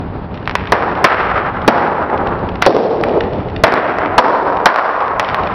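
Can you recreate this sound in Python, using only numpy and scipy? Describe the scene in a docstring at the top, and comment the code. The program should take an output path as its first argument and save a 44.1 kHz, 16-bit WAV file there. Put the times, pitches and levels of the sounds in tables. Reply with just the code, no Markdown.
"""Small sealed plastic packets burst under the tyre of a car creeping over the concrete floor of a large, hard hall.
Each bang is a band-limited puff with a short ring and a film crack; smaller air pockets pop the same way.
Squeezed film snaps and crinkles as short shaped pulses; the walls add single echoes and a noise-like tail.
The idling engine is shaped noise with two unsteady low tones.
The recorder's gain control ducks at each bang and swells with the echo, and the bangs overload it."""
import sys
import numpy as np
from scipy import signal
from scipy.fft import rfft, irfft, next_fast_len
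from scipy.io import wavfile
from scipy.ndimage import map_coordinates

SR = 44100
rng = np.random.default_rng(int(sys.argv[2]) if len(sys.argv) > 2 else 0)


def waveform_to_disk(signal):
    """Save audio, clipped to [-1, 1], as 16-bit WAV at the path in sys.argv[1]."""
    frames = np.transpose(np.atleast_2d(signal))
    scaled = np.clip(frames, -1, 1) * 32767
    samples = np.round(scaled).astype(np.int16)
    wavfile.write(sys.argv[1], SR, samples)


N = 244314  # length in samples

# packets that burst wide open: [t/s, level/dB, ring f/Hz, low edge f/Hz, high edge f/Hz,
# scatter level/dB, wall echo level/dB]
PACKET_BURSTS = [(0.7217, 12, 817, 238, 1505, -4.5, -4), (1.043, 16, 1320, 517, 1780, 0.5, -6.5),
                 (1.6785, 22.5, 844, 190, 1457, 9, -6), (2.6635, 20, 446, 338, 698, -1.5, 1.5),
                 (3.6372, 24.5, 679, 253, 1750, 10, 1.5), (4.1804, 24, 950, 396, 1225, 21, -5.5),
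                 (4.658, 31, 1060, 670, 1340, 2.5, -1.5)]
# small air pockets that pop: [t/s, level/dB, film crack level/dB]
POCKET_POPS = [(0.4760, -14.5, -29), (0.4958, -18, -23), (0.5115, -23, -19), (0.5536, -4, -25),
               (2.6232, 8.5, -16), (3.038, -11, -34), (5.1968, 7.5, -20.5), (5.3455, -7, -47)]
# loudest snaps of the squeezed film: [t/s, relative level/dB]
FILM_SNAPS = [(0.343, -21), (0.375, -20), (0.6726, -12.5), (2.1775, -13), (2.2715, -13), (2.5564, -15),
              (2.619, -8), (2.6545, -1.5), (3.0365, -3), (3.2075, -5), (3.5634, -10.5), (4.57, -6),
              (5.246, -2), (5.2884, 0.5), (5.4351, -9.5), (5.472, -9)]
# spectrum of slack film: [f/Hz, relative level/dB]
SLACK_FILM = [(100, -38.5), (500, 3.5), (1000, -1.5), (2000, 3.5), (3000, -16), (6000, -17)]
# spectrum of taut film: [f/Hz, relative level/dB]
TAUT_FILM = [(200, -18.5), (1200, 5), (2400, 17), (3600, 9), (6000, -11)]
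# single echoes from the far walls: [delay t/s, relative level/dB]
WALL_ECHOES = [(0.0317, -19.5), (0.0433, -21), (0.0855, -21), (0.1024, -16.5), (0.349, -30.5),
               (0.4229, -33)]
# reverberation time of the hall: [f/Hz, t60/s]
HALL_T60 = [(120, 1.33), (400, 1.76), (900, 1.676), (2000, 1.29), (5000, 0.97)]
# spectrum of engine, fan and tyre in the hall: [f/Hz, relative level per Hz/dB]
IDLE_SPECTRUM = [(15, -42), (25, -7.5), (95, -3), (146, -9), (183, -4.5), (225, -9.5), (302, -10.5),
                 (362, -14.5), (414, -10.5), (497, -17), (875, -16.5), (3480, -43.5), (4780, -50.5),
                 (5600, -62), (7280, -83), (12300, -120)]
# engine orders: [mean f/Hz, mean level/dB]
ENGINE_ORDERS = [(86, -45), (183, -45.5)]
# treble colour after clipping, a dip near 7 kHz and milder above: [f/Hz, level/dB]
TREBLE_COLOUR = [(5600, 0), (7000, -24.5), (11000, -1), (15000, -7.5)]

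BURST_CRACK_DB, BURST_HALL_DB = -28, -8.5  # tearing film and hall tail, against the puff
POP_RING_HZ, POP_LOW_HZ, POP_HIGH_HZ = 990, 696, 2100  # the band that all pockets share
POP_SCATTER_DB, POP_HALL_DB, POP_WALLS_DB = -9, -12.5, -5
SLACK_DB = -2.5  # slack film against taut film in a snap
FIRST_TOUCH = 0.34  # the tread meets the first packet (s)
CAR_DB, CAR_RISE_DB_PER_S = -24, 0.63  # the car grows louder as it creeps closer
BAND_TOP_HZ, OUTPUT_TOP_HZ = 5900, 16000  # upper band limits before and after clipping


def packets(scatter_t60=0.053):
    """Impulsive sources: each packet's own spot and direction draws a different answer from the hall."""
    out = np.zeros(N)
    for s, db, ring_hz, low_hz, high_hz, scatter_db, walls_db in PACKET_BURSTS:
        bang = amp(db) * burst(ring_hz, low_hz, high_hz, BURST_CRACK_DB)
        add(out, s, nearby(bang, scatter_db, scatter_t60))
        add(out, s, signal.fftconvolve(bang, hall(BURST_HALL_DB, walls_db)))
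    return out


def burst(ring_hz, low_hz, high_hz, crack_db, ring_db=-5, ring_width_hz=130,
          rise=1.83, fall=3.27, crack_hz=4000):
    """Pressure release: a puff whose band depends on packet size, a short resonance and a film crack."""
    def colour(f):
        below = (low_hz / f) ** (2 * rise)
        above = (f / high_hz) ** (2 * fall)
        puff = 1 / np.sqrt((1 + below) * (1 + above))
        ring = amp(ring_db) / (1 + (2 * (f - ring_hz) / ring_width_hz) ** 2)
        crack = amp(crack_db) / (1 + (f / crack_hz - crack_hz / f) ** 2)
        return np.hypot(puff * (1 + ring), crack)
    return pulse(colour) * np.sqrt(SR / 100)  # the energy of 10 ms at rms 1


def pockets(scatter_t60=0.041):
    """Pressure release on a small scale: pockets of trapped air give way in one shared band."""
    out = np.zeros(N)
    for s, db, crack_db in POCKET_POPS:
        pop = amp(db) * burst(POP_RING_HZ, POP_LOW_HZ, POP_HIGH_HZ, crack_db)
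        add(out, s, nearby(pop, POP_SCATTER_DB, scatter_t60))
        add(out, s, signal.fftconvolve(pop, hall(POP_HALL_DB, POP_WALLS_DB)))
    return out


def film(snap_db=10, crinkle_db=-29, crinkle_spread_db=6.0, hall_db=-7, count=360):
    """Impulse noise of buckling film: snaps under the tread among finer random crinkles and grit."""
    slack = pulse(lambda f: amp(along(SLACK_FILM, f)))
    taut = pulse(lambda f: amp(along(TAUT_FILM, f)))
    out = np.zeros(N)
    for s, db in FILM_SNAPS:
        snap = amp(db + snap_db) * (taut + amp(SLACK_DB) * slack)
        add(out, s, nearby(snap, scatter_db=2, scatter_t60=0.012))
    for when, size in rng.random((count, 2)):
        strength = min(-np.log(1 - size), 4)  # exponential: many weak, few strong
        crinkle = amp(crinkle_db + crinkle_spread_db * strength) * (taut + slack)
        s = FIRST_TOUCH + when * (N / SR - FIRST_TOUCH)
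        add(out, s, nearby(crinkle, scatter_db=15.5, scatter_t60=0.022))
    return out + signal.fftconvolve(out, hall(hall_db, walls_db=-1.5))[:N]


def nearby(x, scatter_db, scatter_t60, gap=0.0011):
    """Energy division: part comes straight, part scatters between tyre, floor and wheel arch."""
    t = np.arange(SR // 8) / SR
    scatter = rng.standard_normal(len(t)) * amp(-60 * t / scatter_t60) * (t > gap)
    late = signal.fftconvolve(x, scatter)
    y = amp(scatter_db) * late * np.linalg.norm(x) / np.linalg.norm(late)
    y[:len(x)] += x
    return y * np.linalg.norm(x) / np.linalg.norm(y)  # total energy kept


def hall(tail_db, walls_db, build=0.0084, uneven_db=6, flutter_db=1.74, flutter_rate=45, dull_hz=3200):
    """Reverberation: wall echoes over a clumped diffuse tail whose high treble is weaker and dies first."""
    uneven = uneven_db * np.minimum(rng.standard_normal(2 * SR), 3)
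    clumps = flutter_db * wobble(flutter_rate)[:2 * SR]
    reflections = amp(uneven + clumps) * rng.standard_normal(2 * SR)
    hz, t, z = signal.stft(reflections, SR, nperseg=256)
    decay = amp(-60 * t / along(HALL_T60, hz)[:, None])
    onset = 1 - np.exp(-t / build)
    tail = signal.istft(z * decay * onset, SR, nperseg=256)[1]
    answer = amp(tail_db) * tail / np.linalg.norm(tail)
    for delay, db in WALL_ECHOES:
        answer[round(delay * SR)] += amp(db + walls_db)
    keep = np.exp(-2 * np.pi * dull_hz / SR)
    return signal.lfilter([1 - keep], [1, -keep], answer)


def car(throb_db=1.77, drift=0.016, hum_waver_db=4.5):
    """Broadband and tonal radiation: the idle is a dull rush with two unsteady low engine orders."""
    t = np.arange(N) / SR
    rush = unit(filtered(rng.standard_normal(N), lambda f: amp(along(IDLE_SPECTRUM, f))))
    rush_db = CAR_DB + CAR_RISE_DB_PER_S * t + throb_db * wobble(32)
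    turns = np.cumsum(1 + drift * wobble(5.1)) / SR  # both orders drift together
    hum = np.zeros(N)
    for hz, db in ENGINE_ORDERS:
        tone = unit(np.sin(2 * np.pi * hz * turns))
        hum += amp(db + hum_waver_db * wobble(30)) * tone
    return amp(rush_db) * rush + hum


def scene():
    """Superposition: bursts, pops and crinkling film over the idling car, in mono."""
    return (packets() + pockets() + film() + car())[None]


def gain_control(x, ceiling_db=4.0, release_db_per_s=29, memory=0.0051):
    """Level compression: gain drops just after the level passes the ceiling, then climbs steadily."""
    keep = np.exp(-1 / (memory * SR))  # memory in seconds
    power = signal.lfilter([1 - keep], [1, -keep], x ** 2)
    excess = np.maximum(10 * np.log10(power + 1e-12) - ceiling_db, 0)
    climb = release_db_per_s * np.arange(N) / SR
    gain_db = climb - np.maximum.accumulate(excess + climb)
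    return x * amp(gain_db)


def record(dry, bass_hz=38):
    """Nonlinear distortion: after a band limit and gain control, clipping alone makes the top treble."""
    limited = filtered(dry[0], lambda f: 1 / np.sqrt(1 + (f / BAND_TOP_HZ) ** 80))
    limited = filtered(limited, lambda f: f ** 2 / np.hypot(f ** 2, bass_hz ** 2))
    clipped = np.clip(gain_control(limited), -1, 1)
    coloured = filtered(clipped, lambda f: amp(along(TREBLE_COLOUR, f)))
    return filtered(coloured, lambda f: 1 / np.sqrt(1 + (f / OUTPUT_TOP_HZ) ** 120))[None]


def pulse(response, size=2048):
    """Minimum phase: the sharpest causal pulse with this gain over frequency, at energy 1."""
    gain = np.maximum(response(np.fft.rfftfreq(size, 1 / SR) + 1), 1e-5)  # + 1 Hz avoids zero
    cepstrum = irfft(np.log(gain))
    y = irfft(np.exp(rfft(2 * cepstrum[:size // 2], size)))  # causal half of the cepstrum, doubled
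    return y / np.linalg.norm(y)


def filtered(x, response):
    """Linear filtering: the spectrum of x times a response of frequency."""
    m = next_fast_len(N + SR // 2)
    return irfft(rfft(x, m) * response(np.fft.rfftfreq(m, 1 / SR)), m)[:N]


def wobble(rate):
    """Slow random modulation: a smooth curve through rate random knots a second."""
    knots = rng.standard_normal(int(N * rate / SR) + 4)
    return map_coordinates(knots, [np.arange(N) * rate / SR])


def along(points, hz):
    """Interpolation of [f/Hz, value] points on a logarithmic frequency axis."""
    f, v = np.transpose(points)
    return np.interp(np.log(hz + 1), np.log(f + 1), v)


def add(track, s, sound):
    """Superposition: mix a sound into the track at s seconds."""
    i = max(round(s * SR), 0)
    track[i:i + len(sound)] += sound[:N - i]


def amp(db):
    """Level law: the amplitude ratio of a level in dB."""
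    return 10 ** (np.asarray(db) / 20)


def unit(x):
    """Normalization: x at rms 1."""
    return x / np.sqrt(np.mean(x ** 2) + 1e-20)


dry = scene()
out = record(dry)
waveform_to_disk(out)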